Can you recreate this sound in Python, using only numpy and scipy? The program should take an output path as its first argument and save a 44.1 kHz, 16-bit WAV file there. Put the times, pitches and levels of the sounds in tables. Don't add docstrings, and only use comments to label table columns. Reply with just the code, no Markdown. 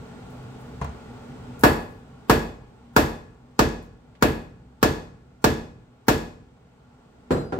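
import sys
import numpy as np
from scipy import signal
from scipy.io import wavfile
from scipy.ndimage import uniform_filter1d

SR = 44100
rng = np.random.default_rng(int(sys.argv[2]) if len(sys.argv) > 2 else 0)


def nominal_scale(level):
    x = np.asarray(level, float) / 20
    return 10 ** x


def store_wav(level_fs):
    pcm = np.round(np.clip(np.atleast_2d(level_fs), -1, 1) * 32767)
    wavfile.write(sys.argv[1], SR, pcm.T.astype(np.int16))


N = 334719
HZ = np.fft.rfftfreq(4096, 1 / SR)

# (frequency [Hz], level [dB], width of waver [Hz])
HUM_LINES = [(64.8, -52, 5), (125.6, -48.5, 33), (178.3, -56.5, 3.6), (244, -52.5, 9.6)]
# (frequency [Hz], level [dB per Hz])
FAN_COLOUR = [(15, -41), (25, -25), (55, 4), (92, -13.5), (120, -15.5), (237, -0.5), (320, -14), (684, -14),
              (1380, -22), (3300, -28.5), (6000, -36), (8300, -35.5), (9800, -48.5), (15500, -47)]
# (frequency [Hz], width [Hz], level [dB])
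FAN_CASING = [(444.3, 56, 0.5), (833.5, 94, -14), (1125, 17, -9), (1404, 110, -9)]
# (frequency [Hz], likeness [0..1])
FAN_LIKENESS = [(60, 1), (180, 0.84), (550, 0.45), (1650, 0.4), (4970, 0.13), (15000, .15)]
# (time [s], length [s], level [dB], centre frequency [Hz])
RUSTLES = [
    (.3, 0.078, -67, 12500),
    (0.595, 0.11, -69.5, 11000),
    (1.594, 0.14, -54, 11800),
    (3.825, 0.028, -66, 13050),
    (4.152, 0.016, -60, 2200),
]
# (frequency [Hz], t60 [s])
SHOP_DECAY = [(60, 0.94), (160, 0.68), (420, 0.56), (1100, 0.51), (2910, 0.47), (7680, 0.48), (13000, .33)]
# (delay [ms], mid gain [x], side gain [x])
ECHOES = [(1.6, -1.2, 0.89), (3.1, 0.41, -0.26), (5.6, 0.038, 0.38), (6.9, -0.24, -0.62), (10.5, -0.5, 1),
          (15.3, .6, 0.62), (20., -1, -.4)]
# (frequency [Hz], side minus mid [dB])
STRIKE_WIDTH = [(60, -21.5), (110, -28.5), (200, -9.5), (380, -12), (700, -1), (1290, 3), (2380, 0),
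                (4400, 2), (8120, 1.5), (15000, 1)]

# (time [s], peak [dB], snap [dB])
TAPS = [
    (0.8138, -15, -41),
    (0.8443, -21.5, -35),
    (0.894, -36, -46),
]
# (frequency [Hz], level [dB], t60 [s])
TAP_WOOD = [(713, -5, 0.036), (954, -1.5, .05), (1014, 0, 0.034), (2035, -14, 0.033), (6400, -20, 0.035),
            (8700, -27, .02)]
# (frequency [Hz], level [dB], t60 [s])
TAP_FLOOR = [(73.5, -3, 0.36), (138, 7, 0.054), (447, -6.5, 0.093)]
# (frequency [Hz], level [dB per Hz])
TAP_COLOUR = [(35, -47), (60, 9), (357, -7.5), (570, -5.5), (1000, -7), (2000, -15.5), (8670, -39),
              (16300, -60)]

# (time [s], peak [dB], steel ring [dB], rattle [dB])
DROPS = [
    (7.3067, -14.5, -28.5, 30),
    (7.362, -30, -47, 33.5),
    (7.411, -39.5, -56, 35.5),
    (7.523, -17.5, -72, 24),
    (7.5885, -17.5, -33, 26.5),
]
# (frequency [Hz], level [dB], t60 [s])
BOARD = [(42.7, -2, 0.87), (105, -4.5, 0.14), (159, -38, 0.36), (253, 17, 0.21), (331, 2, 0.42),
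         (478, 9, 0.52), (540, -6.5, 0.23), (556, -17, 0.21)]
# (frequency [Hz], level [dB], t60 [s])
BOARD_EDGE = [(280, 0.5, 0.17), (394.5, -4.5, 0.69), (485, -7, 0.34), (583, -4, 0.2), (695, -11, .2),
              (760, -6.5, 0.22), (1390, -6, 0.1), (1550, -7, 0.044)]
# (frequency [Hz], level [dB], t60 [s], beat [Hz])
TOOL_STEEL = [(4070, -3, 0.4, 9), (4920, -13, .9, 5), (5990, -16, 0.35, 14), (7510, -4, 0.33, 8),
              (7900, -11, 0.25, 20), (9050, -16, 0.25, 15), (9841, -19, 0.33, 12), (10750, -13, 0.36, 12),
              (12600, -21, .25, 10), (13170, -12, 0.29, 8), (14050, -19, .2, 10), (14800, -15, .15, 30),
              (11500, -20, .25, 25), (12000, -22, .3, 30)]
# (frequency [Hz], level [dB per Hz])
DROP_COLOUR = [(35, -42), (60, -5.5), (150, 1.5), (507, -2.5), (900, -15), (1350, -17), (2000, -26.5),
               (4190, -37.5), (7000, -44), (13500, -57), (16300, -69)]

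# (time [s], strength [dB], knock [dB], crack [dB], steel [dB])
BLOWS = [
    (1.636, 3, 3.5, 3, -5),
    (2.2971, 1, 1, 1.5, -4.3),
    (2.9638, 0, 2, 3, -3.5),
    (3.592, -1, -1, -4, -3.5),
    (4.2239, -1, -2, -1, -6.5),
    (4.8284, -1.5, -0.5, -1, -3),
    (5.4421, -1.5, -2, -2.5, -4),
    (6.083, -1.5, -1, 1, -3),
]
# (frequency [Hz], level [dB], t60 [s])
FLOOR = [(49.2, -12, 0.83), (75.3, -5, 0.39), (140, -13, 0.45), (228.5, -10, 0.51), (296.2, -1.5, 0.19),
         (337, -18.5, 0.32), (405, -15.5, 0.45), (440, -2.5, 0.38), (488.4, -11.5, .35), (523, -18, 0.39)]
# (frequency [Hz], level [dB], t60 [s])
HANDLE = [(640, -17, 0.049), (856, -6, 0.061), (894, -10, 0.07), (1015, -3, 0.019), (1106, -9, .04),
          (1266, -12, 0.0091), (1498, -8, 0.033), (1693, -7, 0.18), (1680, -16.5, 0.037), (1842, -2, 0.023),
          (2577, -17.5, 0.15), (4680, -14.5, .04), (5460, -21.5, 0.092), (7720, -19, .03)]
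# (frequency [Hz], level [dB], t60 [s])
WEDGE = [(686, -7.5, 0.082), (852, -5, .12), (911, 1, .14), (1014.6, 1, .1), (1124, -1.5, 0.15),
         (1300, -2.5, .07), (1423, 1.5, .08), (1495, -2, .1), (1628, -4, 0.055)]
# (frequency [Hz], level [dB per Hz])
BLOW_COLOUR = [(35, -20), (150, -7), (200, -7), (280, -9), (450, -9), (700, -15), (1300, -26),
               (2000, -27.5), (3000, -30.5), (5000, -31.5), (7500, -35), (9870, -45.5), (12400, -38.5),
               (15500, -47)]
# (frequency [Hz], width [Hz], depth [dB])
BLOW_GAPS = [(206, 30, -8.5), (260, 17, -3.5), (403.6, 18, -3.5), (540, 23, -4.5), (656, 50, -6.5),
             (764, 40, -4), (881, 23, -7)]
# (frequency [Hz], level [dB per Hz])
SNAP_COLOUR = [(200, -26.5), (600, -10.5), (1300, 2), (1700, -8), (2200, -16.5), (3200, -18.5), (5000, -16),
               (7500, -20.5), (9800, -34), (12400, -28), (15500, -24.5)]
# (frequency [Hz], level [dB per Hz])
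TICK_COLOUR = [(1500, -33), (4000, -5.5), (7000, 0), (9800, -6.5), (12400, -4), (15500, -6)]
# (frequency [Hz], level [dB], t60 [s])
HEAD_LOW = [(1660, -1, .4), (1680, -3, .4), (1696, 0, .6), (1698, 0, .6), (1729, -3, .4), (2528, -11, .7),
            (2580, -9, .35)]
# (frequency [Hz], level [dB], t60 [s])
HEAD_HIGH = [(2504, -3, 0.15), (3510, -2, 0.57), (4300, -9, .25), (4500, -7.5, .12), (5560, -10, .15),
             (6270, -9.5, .2), (7450, -10, .15)]


def evened(x):
    return x / np.sqrt(np.mean(x ** 2) + 1e-20)


def read(points, hz):
    f, value = np.transpose(points)
    return np.interp(np.log(hz + 1), np.log(f + 1), value)


def peak_shape(hz, centre, width):
    return 1 / (1 + (2 * (hz - centre) / width) ** 2)


def add(mix, s, sound):
    part = mix[..., round(s * SR):][..., :sound.shape[-1]]
    part += sound[..., :part.shape[-1]]


def causal(db):
    log_gain = np.log(nominal_scale(np.maximum(db, -100)))
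    mirrored = np.concatenate([log_gain, log_gain[-2:0:-1]])
    return np.fft.ifft(np.exp(np.conj(signal.hilbert(mirrored)))).real[:2048]


def hum():
    out, t = np.zeros(N), np.arange(N) / SR
    slow_t = t[::64]
    for f, db, width in HUM_LINES:
        drift = uniform_filter1d(rng.standard_normal((2, len(slow_t))), round(SR / 64 / width))
        strength, turn = evened(drift[0]), evened(drift[1])
        swell = np.interp(t, slow_t, 1.54 + 1.0 * strength)
        phase = np.interp(t, slow_t, 1.2 * turn)
        out += nominal_scale(db) * swell * np.sin(2 * np.pi * f * t + phase)
    return out


def fan():
    fan_db, patch_db = -44.5, 0.58
    frames, hz = N // 512 + 5, np.fft.rfftfreq(1024, 1 / SR)
    a, b, c, d, patches = rng.standard_normal((2 * frames, 513, 5)).T
    patches = evened(uniform_filter1d(uniform_filter1d(patches, 8, 0), 16, 1))
    casing_db = sum(11.8 * peak_shape(hz, f, w) * nominal_scale(db / 4) for f, w, db in FAN_CASING)
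    same = np.clip(read(FAN_LIKENESS, hz), -1, 1)[:, None]
    left = a + 1j * b
    right = same * left + np.sqrt(1 - same ** 2) * (c + 1j * d)
    colour_db = (read(FAN_COLOUR, hz) + casing_db)[:, None]
    z = np.array([left, right]) * nominal_scale(colour_db + patch_db * patches)
    air = signal.istft(z, nperseg=1024, noverlap=768, nfft=1024)[1][:, :N]
    return nominal_scale(fan_db) * evened(air)


def gain_db():
    rest_db, deepest_db, bite = 0.5, -14, .48
    hold_s, creep_db_per_s, turn_s = 0.43, 4., .06
    t = np.arange(N) / SR
    out = np.full(N, rest_db)
    for s, *_ in BLOWS:
        now = out[round(s * SR)]
        low = now + bite * (deepest_db - now)
        recovery = low + creep_db_per_s * np.maximum(t - s - hold_s, 0)
        out = np.where(t < s, out, np.minimum(recovery, rest_db))
    turn = round(turn_s * SR)
    return uniform_filter1d(out, turn, origin=turn // 2 - 1)


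def rustles():
    out = np.zeros((2, N))
    for s, length, db, hz in RUSTLES:
        t = np.arange(0, 3 * length, 1 / SR)
        catches_db = 3. * rng.exponential(1, len(t) // 64 + 1).repeat(64)[:len(t)]
        grit = rng.standard_normal((2, len(t))) * nominal_scale(catches_db)
        band = signal.butter(2, [0.57 * hz, 1.5 * hz], "band", fs=SR, output="sos")
        add(out, s, nominal_scale(db) * evened(signal.sosfilt(band, grit)) * np.exp(-t / length))
    return out


def ring(modes, rise_s, length_s):
    hz, db, t60 = np.transpose(modes)[:3, :, None]
    t = np.arange(0, length_s, 1 / SR)
    fall = nominal_scale(db - 60 * t / t60) / nominal_scale(db).sum()
    return -fall * np.sin(2 * np.pi * hz * t) * (1 - np.exp(-t / rise_s))


def thud(modes, rise_s, sides):
    waves = ring(modes, rise_s, .6)
    lean = nominal_scale(read(STRIKE_WIDTH, np.array(modes)[:, :1])) * sides
    return np.array([waves.sum(0), (lean * waves).sum(0)])


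def random_sides(modes):
    return rng.choice([-1., 1.], (len(modes), 1))


def snap(tone_db, rise_s, fall_s, side):
    t = np.arange(800) / SR
    envelope = (1 - np.exp(-t / rise_s)) * np.exp(-t / fall_s)
    grit = rng.standard_normal((2, 800)) * envelope * [[1], [side]]
    out = signal.fftconvolve(grit, causal(tone_db)[None, :512], axes=1)
    return out / np.linalg.norm(out[0])


def shop(wet_db, near_db, near_share):
    hz, t = np.fft.rfftfreq(256, 1 / SR)[:, None], np.arange(420) * 64 / SR
    z = rng.standard_normal((2, 129, 420)) + 1j * rng.standard_normal((2, 129, 420))
    t60 = read(SHOP_DECAY, hz)
    long_tail = nominal_scale(wet_db - 60 * t / t60)
    near_tail = nominal_scale(near_db - 60 * t / (near_share * t60))
    out = signal.istft(z * (long_tail + near_tail), nperseg=256, noverlap=192)[1] / 16
    out *= 1 - np.exp(-np.arange(out.shape[1]) / (0.0026 * SR))
    out[:, 0] += [1, .6]
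    for ms, *gains in ECHOES:
        out[:, round(ms * SR / 1000)] += gains
    return out


def burst(tone_db, wood, room):
    click = causal(tone_db)
    mid = wood.copy()
    add(mid, 0, -click / np.linalg.norm(click))
    side = signal.fftconvolve(mid, causal(read(STRIKE_WIDTH, HZ))[:256])[:len(mid)]
    out = signal.fftconvolve(room, np.array([mid, side]), axes=1)[:, :SR * 6 // 10]
    return out / np.linalg.norm(out[0, :4000])


def taps():
    out, room = np.zeros((2, N)), shop(-19.0, -18.0, 0.33)
    snap_db_per_hz = [(1000, -2), (3500, -16), (6500, -3.5), (9000, -6.5), (11000, -16.5), (15000, -14.0)]
    floor = thud(TAP_FLOOR, 0.0029, random_sides(TAP_FLOOR))
    wood = nominal_scale(-24.0) * ring(TAP_WOOD, 0.00039, .1).sum(0)
    for s, db, snap_db in TAPS:
        air = burst(read(TAP_COLOUR, HZ), wood, room)
        add(out, s, nominal_scale(db) * (nominal_scale(3.5) * floor + nominal_scale(14.5) * air))
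        direct_wood = ring(TAP_WOOD, 0.0012, .1).sum(0) * [[1], [.4]]
        add(out, s + 0.0029, nominal_scale(db + 2.0) * direct_wood)
        add(out, s, nominal_scale(snap_db + 8.5) * snap(read(snap_db_per_hz, HZ), .0005, .002, 1.0))
    return out


def set_down():
    out, room = np.zeros((2, N)), shop(-21.5, -15.5, 0.43)
    twins = [(f + beat, db - 5., t60) for f, db, t60, beat in TOOL_STEEL]
    steel = ring(TOOL_STEEL, 0.014, .3).sum(0) + ring(twins, 0.011, .3).sum(0)
    echo = signal.fftconvolve(steel[None], room / np.linalg.norm(room[0]), axes=1)[:, :len(steel)]
    steel = steel * [[1], [.6]] + .3 * echo
    landings = (BOARD, BOARD, BOARD, BOARD_EDGE, BOARD)
    for (s, db, steel_db, rattle_db), boards in zip(DROPS, landings):
        low = thud(boards, 0.0016, random_sides(boards))
        rattle = burst(read(DROP_COLOUR, HZ), np.zeros(3000), room)
        add(out, s, nominal_scale(db) * (-nominal_scale(5.0) * low + nominal_scale(rattle_db - 2.0) * rattle))
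        add(out, s, nominal_scale(steel_db - 3.0) * steel)
    return out


def axe_head():
    high_db, high_spread_db = -25, -1
    low_db, low_knock = -22., .1
    tick_db, tick_rise_s, tick_fall_s = -3., .0002, 0.00031
    out = np.zeros((2, N))
    chance = rng.standard_normal((len(BLOWS), len(HEAD_HIGH), 3))
    low = ring(HEAD_LOW, 0.0073, 0.4).sum(0) * [[1], [.5]]
    for (s, db, knock, crack, steel), luck in zip(BLOWS, chance):
        detune, level_shift = 1 + [.004, 0, 0] * luck, [0, high_spread_db, 0] * luck
        waves = ring(np.array(HEAD_HIGH) * detune + level_shift, .002, 0.26)
        lean = np.tanh(luck[:, 2:])
        high = np.array([waves.sum(0), (lean * waves).sum(0)])
        add(out, s, nominal_scale(db + steel + high_db) * high)
        add(out, s, nominal_scale(db + low_db + low_knock * knock) * low)
        aim = [(8000, 0.0018), (11000, 1.8 * crack - steel)]
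        tick = snap(read(TICK_COLOUR, HZ) + read(aim, HZ), tick_rise_s, tick_fall_s, .8)
        add(out, s, nominal_scale(tick_db + 1.1 * steel) * tick)
    return out


def hammer():
    thump_db, thump_squeeze = 0.22, .15
    snap_db, snap_follows = 9.5, 0.25
    tint_peak_db, tint_width_hz = 4, 160
    out = np.zeros((2, N))
    room, other_room = shop(-20.0, -22.5, 0.45), shop(-17.5, -15.0, 0.45)
    sides = random_sides(FLOOR)
    gaps_db = sum(db * peak_shape(HZ, f, w) for f, w, db in BLOW_GAPS)
    tints = tint_peak_db * peak_shape(HZ, np.array(HEAD_HIGH)[:, :1], tint_width_hz)
    for s, db, knock, crack, steel in BLOWS:
        tint_db = rng.uniform(0.067, 1.0, len(tints)) @ tints
        thump = thump_db - thump_squeeze * db
        aim = [(250, thump), (1100, knock), (2500, 0.31 * crack), (6000, 1.8 * steel), (12000, crack)]
        floor_modes = [(f * rng.normal(1, .004), d + rng.normal(0, 2.2), t60) for f, d, t60 in FLOOR]
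        floor = thud(floor_modes, 0.0022, sides)
        handle_modes = [(f * rng.normal(1, 0.0051), d, t60) for f, d, t60 in HANDLE]
        wood = nominal_scale(knock - 27.5) * ring(handle_modes, 0.00012, 0.16).sum(0)
        shift = rng.uniform(-0.22, 0.24)
        colour_db = read(BLOW_COLOUR, HZ) + read(aim, HZ) + tint_db + gaps_db
        air = burst(colour_db, wood, room + shift * other_room)
        add(out, s, nominal_scale(db) * (nominal_scale(thump - 6.5) * floor + nominal_scale(18.0) * air))
        wedge = ring(WEDGE, 0.00072, 0.526).sum(0) * [[1], [.5]]
        add(out, s, nominal_scale(db + .5 * knock - 8.0) * wedge)
        snap_aim = [(1100, knock), (6000, .5 * steel), (12000, .4 * crack)]
        snap_colour_db = read(SNAP_COLOUR, HZ) + read(snap_aim, HZ) + 0.2 * tint_db
        splinters = snap(snap_colour_db, 0.00031, 0.0088, 1.0)
        add(out, s, nominal_scale(snap_db + snap_follows * db) * splinters)
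    return out


def scene():
    mid, side = hammer() + taps() + set_down() + rustles() + axe_head()
    background = (fan() + hum()) * nominal_scale(gain_db())
    return np.array([mid + side, mid - side]) + background


def smear(x):
    smear_db, patch_db = -31., 5.5
    z = signal.stft(x, nperseg=2048, noverlap=1024)[2]
    turn = np.exp(2j * np.pi * rng.random(z.shape))
    bands = evened(uniform_filter1d(rng.standard_normal(z.shape[1:]), size=12, axis=0))
    noise = abs(z) * turn * nominal_scale(smear_db + patch_db * bands)
    return x + signal.istft(noise, nperseg=2048, noverlap=1024)[1][:, :N]


def limit(x):
    knee = .75
    over = np.maximum(abs(x) - knee, 0)
    rounded = np.sign(x) * (knee + (1 - knee) * np.tanh(over / (1 - knee)))
    return np.where(over > 0, rounded, x)


def low_pass(x):
    return signal.sosfilt(signal.butter(12, 16480, fs=SR, output="sos"), x)


def record(dry):
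    right_lag, bass_hz, edge_hz = 5, 35., 15900
    late_right = np.pad(dry[1], (right_lag, 0), "edge")[:N]
    bass_cut = signal.butter(2, bass_hz, "high", fs=SR, output="sos")
    held = limit(signal.sosfilt(bass_cut, np.array([dry[0], late_right])))
    band_end = signal.firwin(255, edge_hz, fs=SR)[None]
    finished = signal.oaconvolve(smear(held), band_end, "same")
    return low_pass(finished)


dry = scene()
out = record(dry)
store_wav(out)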